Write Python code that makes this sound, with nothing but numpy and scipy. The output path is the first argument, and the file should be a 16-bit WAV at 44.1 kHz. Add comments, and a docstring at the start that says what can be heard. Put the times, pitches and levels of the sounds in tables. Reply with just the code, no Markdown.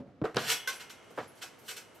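"""A quiet yard. Someone bounces twice on a trampoline, a wheelless skateboard deck underfoot.
Deck and shoes knock on each other and on the mat; the stretched mat booms and clothes flap.
As the mat stretches and lets go, the spring hooks stick and slip on the steel frame: they grind,
squeal and leave the springs ringing. The houses return a faint echo."""
import sys
import numpy as np
from scipy import signal
from scipy.fft import rfft, irfft
from scipy.io import wavfile

SR = 44100
rng = np.random.default_rng(int(sys.argv[2]) if len(sys.argv) > 2 else 0)


def unload_wav(signal):
    """Save mono or channel-first audio to the path in sys.argv[1] as 16-bit WAV at rate SR, clipped to [-1, 1]."""
    wavfile.write(
        sys.argv[1],
        SR,
        np.round(np.clip(np.atleast_2d(signal).T, -1, 1) * 32767).astype(np.int16),
    )


N = 88200
HIT_GAIN = np.sqrt(SR / 100)  # unit energy to unit rms over 10 ms

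# shoe, deck and mat contacts: start_s, level_db, lowpass_hz, highpass_hz, rattle_t60_s, hollow_hz, ring_db
KNOCKS = [(0.005, -39, 560, 219, 0.14, 257.5, 13.5), (0.014, -48, 550, 258, 0.35, 554.4, 2),
          (0.2163, -29.5, 297, 88, 0.019, 136, -24), (0.2201, -32.5, 474, 169, 0.049, 269, -28),
          (0.24, -30.5, 790, 340, 0.18, 457, 0.5), (0.2427, -26, 865, 440, 0.17, 444.5, 3),
          (0.255, -35, 1910, 520, 0.18, 1294, -6), (0.3453, -44.5, 3070, 90, 0.068, 130, -27),
          (0.3595, -39.5, 4000, 130, 0.067, 500, -14), (0.368, -25.5, 3850, 129, 0.04, 478, -13),
          (0.3704, -29, 2180, 161, 0.14, 1436, -6), (0.378, -30, 2400, 111, 0.38, 629, -7.5),
          (1.108, -50.5, 1150, 126, 0.2, 385, -18), (1.1761, -37, 1410, 260, 0.15, 1156, -12),
          (1.179, -34.5, 990, 283, 0.046, 510, -31), (1.1861, -32, 1870, 340, 0.16, 605, -30)]
# deck on the mat: pitch_hz, gain_db, t60_s
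DECK_MODES = [(131, 4.5, 0.055), (240, -6, 0.119), (323, 5, 0.085), (381, 2, 0.084), (448.4, 2, 0.13),
              (487.5, 4.5, 0.14), (615.4, 8.5, 0.093), (740, -30, 0.097), (867, -1.5, 0.23),
              (1184, 1, 0.13), (1226, -7, 0.068), (1480, -30, 0.1), (1680, 0, 0.14)]
# slap and rattle spectrum: freq_hz, gain_db
SLAP_EQ = [(40, -19.5), (90, -7.5), (135, -2), (200, 2.5), (260, 1), (310, -0.5), (520, -3), (850, -4),
           (1450, -1.5), (2300, -5.5), (4300, -8), (7000, -8), (15000, -13)]
SLAP_DB, DECK_DB, RATTLE_DB = -6.5, -6, 6
FLEX_DELAY_S, FLEX_DB = 0.0025, -13
HOLLOW_DB, HOLLOW_Q, HOLLOW_T60_S = 2.5, 2.2, 0.14


def knocks(size=16384):
    """The deck slaps, flexes, slaps again and rattles over a ringing hollow; soft contacts are duller."""
    out, t = np.zeros(N), np.arange(size) / SR
    flex = amp(FLEX_DB) * signal.unit_impulse(size, int(FLEX_DELAY_S * SR))
    slap = unit(colour(signal.unit_impulse(size) + flex, SLAP_EQ))
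    deck = unit(sum(amp(db) * np.cos(2 * np.pi * hz * t) * fade(t60, size) for hz, db, t60 in DECK_MODES))
    for at, db, lowpass_hz, highpass_hz, t60, hollow_hz, ring_db in KNOCKS:
        rattle = unit(colour(noise_burst(t60, size), SLAP_EQ))
        blow = amp(SLAP_DB) * slap + amp(DECK_DB) * deck + amp(RATTLE_DB) * rattle
        blow += amp(HOLLOW_DB) * resonate(blow, hollow_hz, HOLLOW_Q)
        blow = unit(edge(edge(blow, lowpass_hz, "low"), highpass_hz, "high"))
        ring = amp(ring_db) * unit(np.sin(2 * np.pi * hollow_hz * t) * fade(HOLLOW_T60_S, size))
        add(out, at, amp(db) * HIT_GAIN * unit(blow + ring))
    return out


# deck edge on soles: start_s, level_db, centre_hz, t60_s
SNAPS = [(0.2528, -52, 3900, .016), (0.346, -61, 8900, 0.012), (0.362, -55, 10900, 0.021),
         (0.3686, -36.5, 4500, 0.0052), (0.371, -47, 4100, 0.013), (0.3824, -39.5, 3630, 0.075),
         (0.398, -47.5, 2750, 0.027)]


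def snaps(size=4096):
    """A hard contact breaks into a brief, bright crackle."""
    out = np.zeros(N)
    for at, db, hz, t60 in SNAPS:
        grains = clicks(size, per_s=5700, scatter_db=2.5) * fade(t60, size)
        add(out, at, amp(db) * HIT_GAIN * unit(band(grains, hz, q=2.1)))
    return out


# hooks grinding, the first two rows the deck's treble rattle after its knock: peak_s, rise_s, hold_s, level_db,
# tilt_db_per_octave
CREAKS = [(0.245, 0.0016, 0.0013, -55, 1.5), (0.28, .03, 0.046, -67, -4), (0.391, 0.029, 0.06, -41, -3),
          (0.503, 0.052, 0.00077, -24.5, -1), (0.518, 0.016, 0.005, -26, 0),
          (0.532, 0.0076, 0.005, -48.5, -4.5), (0.674, 0.00032, 0.0011, -31, 1.5),
          (0.685, 0.0021, 0.013, -37, -1.6), (0.72, 0.0036, 0.025, -45.5, -2),
          (0.799, 0.0038, 0.021, -45.5, -2.5), (0.897, 0.0035, 0.01, -45.5, -1),
          (1.04, 0.0027, 0.0028, -67.5, 2), (1.105, 0.0017, 0.0046, -65, 5),
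          (1.167, 0.023, 0.017, -62, 2.5), (1.206, 0.026, 0.039, -58, -4), (1.377, 0.043, 0.014, -61, 1),
          (1.422, 0.011, 0.011, -39, -2), (1.588, .003, 0.011, -70, 10), (1.675, 0.066, .015, -55, 4),
          (1.684, 0.0085, 0.029, -40, -0.5), (1.764, 0.00092, 0.014, -42, -0.4),
          (1.947, 0.0081, 0.012, -69.5, 9.5)]
# grinding steel spectrum: freq_hz, gain_db
STEEL_EQ = [(100, -29), (300, -11.5), (450, -9), (620, -4.5), (780, -1.5), (1000, 1), (1200, -3.5),
            (1600, 5.5), (2000, 3), (3100, 0), (4500, 1.5), (5900, 4), (6800, -1.5), (8100, 2), (9500, -5),
            (11200, -1.5), (13500, -7), (15500, -6)]
# long ring of all springs: freq_hz, gain_db
SHIMMER_EQ = [(150, -8), (330, 1), (460, -12), (700, 0.5), (1300, 10), (2200, 6.5), (3200, 5),
              (4500, -16.5), (6000, 3), (9000, -24), (15000, -54)]
# steel frame: pitch_hz, gain_db, t60_s
FRAME_MODES = [(454.5, -20, 0.057), (966, -26, 0.32), (1472, -13.5, 0.18), (2462, -19, 0.31),
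               (2583, -14.5, 0.27), (3310, -24.5, 0.34), (3540, -26, 0.2), (4150, -30, 0.26),
               (5700, -20, 0.21), (5630, -21.5, 0.13), (5950, -28, 1), (7510, -20, 0.083)]
# springs ringing through each jump: pitch_hz, gain_db, t60_s
SPRING_MODES = [(465, -37, 12), (1378, -31.5, 4.9), (2097, -26.5, 1.8), (2168, -29, 2.2), (2210, -39, 1.5),
                (2904, -25, 1.5), (3090, -29, 1.1)]
BITE_DB, COIL_DB, SHIMMER_DB = 1, -8.5, -21.5
STEEL_WAVER_RAD = 0.73


def springs():
    """Hooks stick and slip on the frame: dense clicks clatter in the coils and set the steel ringing."""
    slips, power = 0, 0
    for at, rise, hold, db, tilt in CREAKS:
        push = amp(db) * force(at, rise, hold, fall_s=0.02)
        grind = unit(clicks(N, per_s=6000, scatter_db=3) * push)
        tilted = colour(grind, [(250, -4 * tilt), (16000, 2 * tilt)])  # pivot at 4 kHz
        slips += tilted * np.sqrt(np.sum(push ** 2))
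        power += push ** 2
    clatter = unit(noise_burst(t60_s=0.21))
    bite = amp(BITE_DB) * unit(noise_burst(t60_s=0.0065))
    ring = amp(COIL_DB) * many_modes(800, t60_s=0.37)
    coils = unit(colour(bite + clatter + ring, STEEL_EQ))
    shimmer = amp(SHIMMER_DB) * unit(colour(many_modes(1000, t60_s=2.7), SHIMMER_EQ))
    tones = sing(np.sqrt(power), FRAME_MODES + SPRING_MODES, STEEL_WAVER_RAD)
    return convolve(slips, coils + shimmer) + tones


# hook release: peak_s, rise_s, hold_s, level_db
SQUEALS = [(0.6742, 0.0003, 0.005, -29), (0.684, 0.003, .015, -37)]
# squeal partials: pitch_hz, gain_db, t60_s
SQUEAL_MODES = [(550, -19.5, .15), (1077, -11, 0.22), (1535, -.5, .05), (1590, -15, 0.034),
                (2062, -7, 0.12), (3155, -19, .4), (3618, -13.5, 0.12), (4118, -14, .1), (4522, -18, 0.2),
                (5146, -15, .08), (5930, -13, 0.21)]


def squeals():
    """A hook snaps free and squeals as the load comes off."""
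    return sing(swells(SQUEALS, fall_s=0.0052), SQUEAL_MODES, waver_rad=0.34)


# hook squeaks: peak_s, rise_s, hold_s, level_db
SQUEAKS = [(0.755, 0.0038, 0.0062, -55), (1.278, 0.0038, 0.014, -61), (1.354, 0.0073, 0.01, -69)]


def squeaks(centre_hz=10870, width_hz=1100):
    """Hooks squeak in a thin, high band."""
    thin = band(rng.standard_normal(N), centre_hz, q=centre_hz / width_hz)
    return swells(SQUEAKS, fall_s=0.064) * unit_rms(thin)


# spring flick: peak_s, level_db
TWANGS = [(0.526, -34.5)]
# twang partials: pitch_hz, gain_db, t60_s
TWANG_MODES = [(2942, -11, .7), (2972, -11, 0.6), (3345, -1.5, 0.62), (3378, -5, 0.32)]


def twang():
    """One spring, flicked at the deepest stretch, rings on close partials."""
    push = sum(amp(db) * force(at, rise_s=0.0033, hold_s=0.0042, fall_s=0.0058) for at, db in TWANGS)
    return sing(push, TWANG_MODES, STEEL_WAVER_RAD)


# mat under load: peak_s, rise_s, hold_s, level_db
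BOOMS = [(0.351, 0.0033, 0.014, -43), (0.41, 0.049, 0.16, -64.5), (1.193, 0.033, 0.019, -56.5)]


def mat():
    """The stretched mat booms like a slack drum."""
    boom = band(rng.standard_normal(N), hz=137.4, q=2.5)
    return swells(BOOMS, fall_s=0.095) * unit_rms(boom)


# cloth flaps: peak_s, rise_s, hold_s, level_db
FLAPS = [(0.002, 0.041, 0.0036, -42.5), (0.077, 0.067, 0.012, -53), (0.106, 0.061, 0.11, -59),
         (1.09, 0.014, 0.026, -66.5), (1.217, 0.019, 0.039, -55)]
# cloth spectrum: freq_hz, gain_db
CLOTH_EQ = [(25, -35), (60, -5.5), (130, 0.5), (250, 4.5), (380, -7), (580, -6.5), (850, -14.5),
            (1500, -28.5), (4000, -38.5), (15000, -60)]


def cloth():
    """Loose clothes flutter as the legs tuck and stretch."""
    flutter = colour(rng.standard_normal(N), CLOTH_EQ)
    return swells(FLAPS, fall_s=0.039) * unit_rms(flutter)


# mat and spring drone spectrum: freq_hz, gain_db
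DRONE_EQ = [(25, -34), (55, -20.5), (100, -9), (200, -5.5), (330, 0), (460, 1.5), (650, -3), (1000, -7),
            (2200, -13.5), (4000, -21), (10000, -26), (15000, -46)]
# yard spectrum: freq_hz, gain_db
YARD_EQ = [(22, -52), (55, -8), (100, 8.5), (170, 3), (400, -1), (700, -12.5), (1200, -3.5), (2500, -14),
           (6000, -25.5), (15000, -49)]
DRONE_START_S, DRONE_DB, YARD_DB = 0.37, -58.5, -68.5


def background():
    """Distant outdoor noise, joined by the steady drone of the shaken trampoline."""
    out = amp(YARD_DB) * unit_rms(colour(rng.standard_normal(N), YARD_EQ))
    drone = amp(DRONE_DB) * unit_rms(colour(many_modes(3000, t60_s=np.inf), DRONE_EQ))
    add(out, DRONE_START_S, drone)
    return out


def garden(echo_db=-20):
    """Trampoline, faint echo from the houses, background."""
    near = knocks() + snaps() + springs() + squeals() + squeaks() + twang() + mat() + cloth()
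    echo = unit(edge(noise_burst(t60_s=0.34), 4200, "low"))
    return near + amp(echo_db) * convolve(near, echo) + background()


def sing(push, modes, waver_rad, waver_per_s=130):
    """Each mode stores the energy of the push and lets it out; its phase wavers while driven."""
    t, out = np.arange(N) / SR, 0
    for hz, db, t60 in modes:
        retained = np.exp(-2 * np.log(1000) / (t60 * SR))
        energy = signal.lfilter([1 - retained], [1, -retained], push ** 2 + 1e-20)
        waver = np.interp(t * waver_per_s, np.arange(1024), rng.standard_normal(1024))
        driven = np.minimum(push / np.sqrt(energy), 1)
        phase = 2 * np.pi * hz * t + waver_rad * waver * driven
        out += amp(db) * np.sqrt(2 * energy) * np.sin(phase)
    return out


def many_modes(count, t60_s):
    """Modes at random pitches with one shared decay."""
    chosen = rng.permutation(N // 2 + 1) < count
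    phase = 2 * np.pi * rng.random(N // 2 + 1)
    return unit(irfft(chosen * np.exp(1j * phase), N) * fade(t60_s))


def clicks(size, per_s, scatter_db):
    """Impulses of random time, sign and level."""
    hits = rng.random(size) < per_s / SR
    return hits * rng.choice([-1, 1], size) * amp(scatter_db * rng.standard_normal(size))


def noise_burst(t60_s, size=N):
    """Decaying white noise."""
    return rng.standard_normal(size) * fade(t60_s, size)


def force(peak_s, rise_s, hold_s, fall_s):
    """Swell, hold, release; rise_s and fall_s each span 20 dB."""
    t = np.arange(N) / SR - peak_s
    return 10 ** (np.minimum(t, 0) / rise_s - np.maximum(t - hold_s, 0) / fall_s)


def swells(events, fall_s):
    """Summed force envelopes."""
    return sum(amp(db) * force(at, rise, hold, fall_s) for at, rise, hold, db in events)


def fade(t60_s, size=N):
    """Exponential decay."""
    return np.exp(-np.log(1000) * np.arange(size) / SR / t60_s)


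def colour(x, points, size=2048):
    """Minimum-phase filter through (freq_hz, gain_db) points."""
    hz, db = np.array(points, float).T
    bins_hz = np.arange(size // 2 + 1) * SR / size
    gain = amp(np.interp(np.log(bins_hz + 1), np.log(hz), db))
    cepstrum = irfft(np.log(gain))
    cepstrum[1:size // 2] *= 2
    cepstrum[size // 2 + 1:] = 0
    return convolve(x, irfft(np.exp(rfft(cepstrum))))


def edge(x, hz, kind):
    """Second-order low-pass or high-pass."""
    return signal.lfilter(*signal.butter(2, hz, kind, fs=SR), x)


def resonate(x, hz, q):
    """Resonance, unit gain at centre."""
    return signal.lfilter(*signal.iirpeak(hz, q, fs=SR), x)


def band(x, hz, q):
    """Two resonances in series."""
    return resonate(resonate(x, hz, q), hz, q)


def convolve(x, response):
    """Convolution cut to input length."""
    return signal.fftconvolve(x, response)[:len(x)]


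def add(out, start_s, x):
    """Mix x in at start_s."""
    i = int(start_s * SR)
    out[i:i + len(x)] += x[:N - i]


def amp(db):
    """Decibels to gain."""
    return 10 ** (np.asarray(db) / 20)


def unit(x):
    """Scale to unit energy."""
    return x / np.sqrt(np.sum(x ** 2) + 1e-20)


def unit_rms(x):
    """Scale to unit rms."""
    return unit(x) * np.sqrt(len(x))


# side against mid: freq_hz, gain_db
WIDTH_EQ = [(100, -20), (300, -18), (500, -16), (1200, -15), (3000, -11), (7000, -7), (12000, -3),
            (16000, -3)]
# left against right: freq_hz, gain_db
BALANCE_EQ = [(100, -.8), (600, -1.2), (3000, -.6), (9000, -2), (12500, 3), (16000, 3.5)]
DIFFUSE_DB = -6  # yard and drone come from all sides


def scene():
    """Springs ring the rim, so the side signal has its own fine detail, a quarter cycle out of phase."""
    mid = garden()
    quadrature = np.imag(signal.hilbert(garden()))
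    side = colour(quadrature, WIDTH_EQ) + amp(DIFFUSE_DB) * background()
    left = colour(mid + side, [(hz, db / 2) for hz, db in BALANCE_EQ])
    right = colour(mid - side, [(hz, -db / 2) for hz, db in BALANCE_EQ])
    return np.array([left, right])


def record(dry):
    """Top-octave roll-off, then a steep low-pass."""
    soft = np.array([colour(x, [(12500, 0), (14000, -1.5), (15500, -21)]) for x in dry])
    lowpass = signal.ellip(10, 0.2, 70, 15700, fs=SR, output="sos")
    return signal.sosfilt(lowpass, soft)


dry = scene()
out = record(dry)
unload_wav(out)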